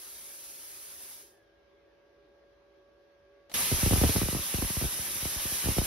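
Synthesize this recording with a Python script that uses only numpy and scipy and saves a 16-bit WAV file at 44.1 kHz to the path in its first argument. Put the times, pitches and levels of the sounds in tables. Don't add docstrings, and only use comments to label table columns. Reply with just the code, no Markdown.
import sys
import numpy as np
from scipy import signal
from scipy.fft import rfft, irfft, next_fast_len
from scipy.io import wavfile
from scipy.ndimage import uniform_filter1d, map_coordinates

SR = 44100
rng = np.random.default_rng(int(sys.argv[2]) if len(sys.argv) > 2 else 0)


def unload_wav(signal):
    wavfile.write(
        sys.argv[1],
        SR,
        np.round(np.clip(np.atleast_2d(signal).T, -1, 1) * 32767).astype(np.int16),
    )


N = 258426

STRIKE_S = 3.5395
BURN_HISS_DB, BURN_RUSH_DB = -30.5, -35.5
SETTLE_HISS_DB, SETTLE_HISS_TAU_S = -3.5, 0.039
SETTLE_RUSH_DB, SETTLE_RUSH_TAU_S = 2, 0.093
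SINK_S = 4.12
SINK_HISS_DB, SINK_HISS_S = -5, 0.26
SINK_RUSH_DB, SINK_RUSH_S = -5.5, 0.13
# time in seconds, hiss offset in dB, rush offset in dB.
ARC_SWELLS = [(3.56, 1.4, -0.4), (3.61, 2, 0.6), (3.72, -0.4, -1.1), (3.9, 1, -0.5), (4.15, 0.2, 0),
              (4.27, -0.5, 1), (4.4, 1, 0.6), (4.66, 1.3, 0), (4.8, 1.5, 0), (5.0, 0.5, -1.7),
              (5.25, 1, -0.1), (5.38, 0.5, 0), (5.51, 2.9, 1), (5.7, 2.5, 2), (5.85, 1.5, 2)]
# frequency in Hz, density in dB per Hz (relative).
ARC_ROAR_COLOUR = [(25, -19), (60, -5), (170, -7.5), (450, -9.5), (750, -11), (1100, -9), (1500, -7.5),
                   (2200, -6), (3000, -5.5), (4300, -6.5)]
# frequency in Hz, density in dB per Hz (relative).
ARC_TREBLE_COLOUR = [(5700, -2.6), (6400, -4), (7400, -1.9), (8600, 0.4), (10700, 0.1), (12400, -1.5),
                     (13300, -3.6), (14200, -0.6), (15700, -3.5), (16500, -40)]
# frequency in Hz, width in Hz, lift in dB.
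PLATE_MODES = [(1098, 14, 4), (2367, 30, 4.5), (2567, 32, 2.5), (3140, 45, 3), (3348, 38, 2.5),
               (3900, 38, 3.5), (4128, 20, 3), (5254, 24, 3), (5566, 24, 2.5), (10745, 30, 3)]


def arc():
    age_s = np.maximum(clock() - STRIKE_S, 0)
    attack = 1 - np.exp(-age_s / 0.00055)
    overshoot = 1 + 0.35 * np.exp(-age_s / 0.0053)
    times_s, *offsets_db = np.transpose(ARC_SWELLS)
    hiss_db, rush_db = [np.interp(clock(), times_s, offset) for offset in offsets_db]
    hiss_db = hiss_db + SETTLE_HISS_DB * np.exp(-age_s / SETTLE_HISS_TAU_S)
    hiss_db = hiss_db + SINK_HISS_DB * ramp(SINK_S, SINK_HISS_S)
    rush_db = rush_db + SETTLE_RUSH_DB * np.exp(-age_s / SETTLE_RUSH_TAU_S)
    rush_db = rush_db + SINK_RUSH_DB * ramp(SINK_S, SINK_RUSH_S)
    flame = jet(BURN_HISS_DB + hiss_db, BURN_RUSH_DB + rush_db, ARC_ROAR_COLOUR + ARC_TREBLE_COLOUR,
                PLATE_MODES, split_hz=5600, flutter_db=0.5, wet_db=-10)
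    return attack * overshoot * flame


POP_GAIN_DB, POP_RISE_SHARE = -2, 0.12
# start in seconds, jolt peak in dB before POP_GAIN_DB and the tray, nominal length in seconds.
POP_EVENTS = [(3.7145, -23.5, 0.018), (3.7222, -22.5, 0.042), (3.738, -30.5, 0.039), (3.784, -39, 0.013),
              (3.8295, -19, 0.024), (3.8608, -19, 0.023), (3.873, -26.5, 0.023), (3.9091, -18.5, 0.017),
              (3.9229, -21, 0.021), (3.9279, -26.5, 0.016), (3.9336, -17.5, 0.022), (3.9594, -26.5, 0.014),
              (3.9694, -28, 0.025), (3.976, -24.5, 0.038), (4.0136, -18, 0.026), (4.0327, -21, .018),
              (4.037, -15.5, 0.018), (4.0431, -25.5, 0.025), (4.0492, -24, 0.016), (4.0615, -23, 0.027),
              (4.0914, -22.5, 0.016), (4.097, -28, 0.019), (4.1512, -27.5, 0.019), (4.1601, -21, 0.026),
              (4.1646, -27, 0.019), (4.18, -27.5, 0.025), (4.2154, -21.5, 0.017), (4.2293, -24, 0.026),
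              (4.2571, -32, 0.027), (4.2855, -26, 0.016), (4.327, -28.5, 0.03), (4.3478, -23, 0.012),
              (4.3594, -30, 0.022), (4.3655, -30.5, 0.018), (4.3898, -33, 0.026), (4.5404, -25, 0.025),
              (4.5834, -28, 0.025), (4.622, -24, 0.019), (4.6263, -26.5, 0.033), (4.6442, -30.5, 0.03),
              (4.701, -29.5, 0.012), (4.7671, -25.5, 0.021), (4.8125, -30, 0.014), (4.8209, -26.5, 0.028),
              (4.8401, -28.5, 0.031), (4.8497, -27.5, 0.025), (4.99, -37.5, 0.026), (5.162, -45, 0.019),
              (5.224, -34, 0.025), (5.2537, -29.5, 0.023), (5.358, -35.5, 0.041), (5.4525, -32.5, 0.017),
              (5.52, -36, 0.022), (5.6397, -34.5, .024), (5.6567, -26, 0.029), (5.6714, -30, 0.014),
              (5.685, -20.5, 0.024), (5.7018, -34, 0.028), (5.7136, -32.5, 0.024), (5.7658, -29, 0.035),
              (5.7828, -18, 0.024), (5.8152, -29.5, 0.031)]
# frequency in Hz, gain in dB.
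TRAY_GAIN = [(30, -1.5), (65, 4.5), (130, 0), (480, 2), (1500, 3)]


def pops(start_hz, fall_s, faint_db, spit_db, spit_tau_s, count):
    t = np.arange(SR // 8) / SR
    jolts, spit_power = np.zeros(N + SR), np.zeros(N + SR)
    melt_s = POP_EVENTS[0][0]
    faint = [(melt_s + when * (N / SR - melt_s), faint_db + 8 * (size - .5), .018)
             for when, size in rng.random((count, 2))]
    for s, db, length_s in list(POP_EVENTS) + faint:
        shape_s = np.array([POP_RISE_SHARE * length_s, length_s, fall_s])
        rise, life, fall = shape_s * np.exp(rng.normal(0, [.5, .06, .05]))
        sweep = np.sin(2 * np.pi * start_hz * fall * np.log(1 + t / fall))
        swell = (1 - np.exp(-t / rise)) * np.exp(-(t / life) ** 2)
        sign = rng.choice([-1, 1])
        span = slice(round(s * SR), round(s * SR) + len(t))
        jolts[span] += sign * amp(db + POP_GAIN_DB) * sweep * swell / swell.max()
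        spit_power[span] += (amp(db + spit_db) * np.exp(-t / spit_tau_s)) ** 2
    spit = noise([(40, -18), (150, 6.5), (550, 1.0), (1100, -14.5), (2500, -9), (6000, -25)], TORCH_STEREO)
    dry_pops = jolts[:N] + np.sqrt(spit_power[:N]) * spit
    return filtered(dry_pops, lambda hz: stereo_image(hz) * amp(along(TRAY_GAIN, hz)[0]))


SHUT_S, BLEED_TAU_S, FILL_TAU_S = 1.112, 0.12, 0.027
BLEED_CURVE, SPLUTTER_DB = 1.58, 1
AIR_HISS_DB, AIR_RUSH_DB = -47, -54
HISS_POWER, RUSH_POWER = 1, 0.79
# frequency in Hz, density in dB per Hz (relative).
AIR_JET_COLOUR = [(40, -42), (200, -15), (900, -13), (1500, -11.7), (2200, -9.8), (4200, -9.3), (5400, -6),
                  (6400, -5.5), (7500, -4), (8800, -0.5), (10500, -2.6), (12000, -4.2), (13200, -7),
                  (14300, -2), (15700, 0), (16500, -40)]


def air():
    t = clock()
    open_s = np.maximum(t - VALVE_TICKS[0][0], 0)
    refill = (1 - np.exp(-open_s / FILL_TAU_S)) ** 2 * (t < STRIKE_S)
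    bleed = np.exp(-(np.maximum(t - SHUT_S, 0) / BLEED_TAU_S) ** BLEED_CURVE)
    splutter = amp(SPLUTTER_DB * ramp(SHUT_S, BLEED_TAU_S) * wobble(35))
    pressure_db = 20 * np.log10(bleed * splutter + refill + 1e-6)
    return jet(AIR_HISS_DB + HISS_POWER * pressure_db, AIR_RUSH_DB + RUSH_POWER * pressure_db,
               AIR_JET_COLOUR, [], split_hz=6840, flutter_db=0.5, wet_db=-34)


HISS_WET_DB = -11.5


def jet(hiss_db, rush_db, colour, bands, split_hz, flutter_db, wet_db):
    def lift(hz):
        return amp(sum(db / (1 + (2 * (hz - centre) / width) ** 2) for centre, width, db in bands))
    flow = filtered(noise(colour, TORCH_STEREO), lambda hz: stereo_image(hz) * lift(hz))
    rush = filtered(flow, lambda hz: 1 / (1 + (hz / split_hz) ** 8))
    hiss = flow - rush
    hiss = amp(hiss_db) * unit(hiss + amp(HISS_WET_DB) * ring(hiss))
    rush = rush + amp(wet_db) * room(rush)
    rush = amp(rush_db) * unit(uneven(rush, depth_db=1.8))
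    return amp(flutter_db * wobble(45)) * (hiss + rush)


# frequency in Hz, likeness 0-1, left lead in radians, left-right balance in dB.
TORCH_STEREO = [(80, 0.98, -0.42, 0.1), (250, 0.96, -0.62, 1.1), (400, 0.93, -0.75, -1),
                (560, 0.85, -0.9, -5.5), (760, 0.55, -0.7, -7.5), (1050, 0.58, -0.05, -4.5),
                (1700, 0.6, -0.2, -0.3), (2300, 0.6, -0.55, -1.5), (4300, 0.5, -0.55, -2),
                (5100, 0.15, -1, -4.5), (6200, 0.15, -2.9, -3.5), (6750, 0.65, -3.14, -1),
                (7150, 0.98, -3.14, 0), (7600, 0.999, -3.14, 0), (8650, 0.992, -3.14, 0),
                (9200, 0.65, -2.4, 0), (10000, 0.65, -1.1, 0), (10600, 0.94, -0.1, 0), (11400, 0.985, 0, 0),
                (12200, 0.93, 0.15, 0), (12900, 0.6, 1.7, 0), (13500, 0.97, 3.08, 0),
                (14800, 0.992, 3.14, 0), (15500, 0.8, 3.55, 0)]


def stereo_image(hz):
    _, lead_rad, balance_db = along(TORCH_STEREO, hz)
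    half = np.array([[.5], [-.5]])
    return amp(half * balance_db) * np.exp(1j * half * lead_rad)


# time in seconds, starting level in dB, t60 in seconds.
VALVE_TICKS = [(3.4967, -50.5, 0.086), (3.516, -44, 0.05)]


def valve():
    t = clock()
    ticks = sum((t > s) * amp(db - 60 * np.abs(t - s) / t60_s) for s, db, t60_s in VALVE_TICKS)
    return ticks * noise([(100, -18), (600, 9.0), (1500, -4), (4000, -2), (12000, -19)], TORCH_STEREO)


BRAKE_S, STOP_S, DRIVE_HZ = 1.22, 2.4506, 1993.6
# multiple of the drive frequency, peak level in dB before the gantry.
MOTOR_TONES = [(1, -71.5), (2, -78), (3, -82)]
# frequency in Hz, gain in dB.
GANTRY_GAIN = [(150, -17), (310, 0), (560, 0), (750, -16), (1300, -19), (1450, -13), (1570, -9), (1660, -2),
               (1760, 1), (1900, -12), (2100, 2), (2350, -11), (2550, -13), (2800, -6), (2980, -11),
               (3350, -4), (3700, -3), (4500, -18)]


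def drives():
    hz = DRIVE_HZ * (1 - ramp(BRAKE_S, STOP_S - BRAKE_S))
    phase = 2 * np.pi * np.cumsum(hz) / SR
    whine = 0
    for k, db in MOTOR_TONES:
        level = amp(db + along(GANTRY_GAIN, k * hz)[0] + 2 * wobble(26.5))
        whine = whine + level * np.sin(k * (phase + 0.3 * wobble(96)))
    fade_in, fade_out = ramp(BRAKE_S, .06), 1 - ramp(STOP_S - .1, .1)
    return fade_in * fade_out * whine


FAN_HZ = 567
# multiple of FAN_HZ, level in dB relative to the fan level.
FAN_TONES = [(1, -1), (2, -18), (3, -28.5), (4, -32)]
# time in seconds, rms level in dB.
FAN_LEVEL_CURVE = [(0, -82), (0.3, -67.5), (1.05, -72), (1.5, -71), (1.75, -66.5), (2.1, -65), (2.9, -64.5),
                   (3.5, -63)]
# frequency in Hz, mean rms level in dB.
HUM_TONES = [(52, -78.5), (328, -78), (649, -91), (1621.5, -78.5), (12247, -106)]
# frequency in Hz, density in dB per Hz (relative).
DRAUGHT_COLOUR = [(25, -35), (54, 0.5), (110, -9), (210, -13), (270, -9.5), (330, -4.5), (400, 2),
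                  (480, -5.5), (600, -5), (900, -12.5), (1800, -16), (3600, -21.5), (6000, -28),
                  (11000, -80)]
# frequency in Hz, likeness 0-1.
DRAUGHT_LIKENESS = [(60, 0.97), (300, 0.59), (640, 0.025), (1400, 0.02), (7000, 0.056)]
# frequency in Hz, density in dB per Hz (relative).
IDLE_HISS_COLOUR = [(5000, -5), (8400, -10), (9300, 5), (12150, 3), (12280, 14), (12450, 6), (13000, -4),
                    (13600, -25)]


def machine():
    t = clock()
    turns = FAN_HZ * t + 0.074 * wobble(7) + 0.026 * wobble(30)
    fan = sum(amp(db + (.7 if k == 1 else 2.2) * wobble(9.5)) * np.sin(2 * np.pi * k * turns)
              for k, db in FAN_TONES)
    hum = sum(amp(db + 0.76 * wobble(4.53)) * np.sin(2 * np.pi * hz * t + 1.04 * wobble(14))
              for hz, db in HUM_TONES)
    fan_level_db = np.interp(t, *np.transpose(FAN_LEVEL_CURVE))
    balance = amp([[-1], [1]])
    tones = np.sqrt(2) * (amp(fan_level_db) * fan + hum) * balance
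    sing = amp(-73.0 + 5.6 * wobble(10)) * np.sin(2 * np.pi * (390 * t + 0.45 * wobble(25)))
    draught = amp(-65.5) * unit(uneven(noise(DRAUGHT_COLOUR, DRAUGHT_LIKENESS), depth_db=1.6))
    idle_hiss = amp(-93.5) * noise(IDLE_HISS_COLOUR, DRAUGHT_LIKENESS)
    return tones + sing + draught + idle_hiss


# frequency in Hz, t60 in seconds.
ROOM_T60 = [(100, 0.13), (600, 0.27), (3000, 0.17), (12000, 0.062)]


def room(x):
    hz, t, z = signal.stft(rng.standard_normal((2, SR // 3)), SR, nperseg=256)
    decay = amp(-60 * t / along(ROOM_T60, hz)[0][:, None])
    tail = signal.istft(z * decay, SR, nperseg=256)[1]
    return signal.fftconvolve(x, tail / np.linalg.norm(tail[0]), axes=1)[:, :N]


def ring(x, t60_s=0.076):
    t = np.arange(SR // 8) / SR
    tail = rng.standard_normal(len(t)) * amp(-60 * t / t60_s)
    return signal.fftconvolve(x, tail[None] / np.linalg.norm(tail), axes=1)[:, :N]


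def uneven(x, depth_db):
    z = signal.stft(x, nperseg=512)[2]
    field = uniform_filter1d(rng.standard_normal(z.shape[1:]), size=3, axis=0)
    field = uniform_filter1d(field, size=12, axis=1)
    return signal.istft(z * amp(depth_db * unit(field)), nperseg=512)[1][:, :N]


def noise(colour, alike):
    def blend(hz):
        turn = np.arccos(np.clip(along(alike, hz)[0], -1, 1)) / 2
        return amp(along(colour, hz)[0]) * [np.cos(turn), np.sin(turn)]
    mid, side = filtered(rng.standard_normal((2, N)), blend)
    return unit(np.array([mid + side, mid - side]))


def filtered(x, response):
    size = next_fast_len(N + SR // 8, True)
    return irfft(rfft(x, size) * response(np.fft.rfftfreq(size, 1 / SR)), size)[..., :N]


def along(points, hz):
    f, *cols = np.transpose(points)
    return [np.interp(np.log(hz + 1), np.log(f + 1), c) for c in cols]


def wobble(rate_hz):
    t = clock()
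    coarse_s = t[::64]
    knots = rng.standard_normal(int(N * rate_hz / SR) + 4)
    return np.interp(t, coarse_s, map_coordinates(knots, [coarse_s * rate_hz]))


def ramp(start_s, length_s):
    return np.clip((clock() - start_s) / length_s, 0, 1)


def clock():
    return np.arange(N) / SR


def amp(db):
    return 10 ** (np.asarray(db) / 20)


def unit(x):
    return x / np.sqrt(np.mean(x ** 2) + 1e-20)


def scene():
    knocks = pops(start_hz=4248, fall_s=0.00028, faint_db=-48.5, spit_db=-15.5, spit_tau_s=0.011, count=12)
    knocks = knocks + valve()
    torch = air() + arc() + knocks + amp(-18.0) * room(knocks)
    return torch + machine() + drives()


LOW_HZ, TOP_HZ = 28, 15750


def record(dry):
    def band(hz):
        low_cut = hz ** 4 / (hz ** 4 + LOW_HZ ** 4)
        high_cut = np.clip((TOP_HZ - hz) / 200 + .5, 0, 1)
        return low_cut * high_cut
    return filtered(dry, band)


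dry = scene()
out = record(dry)
unload_wav(out)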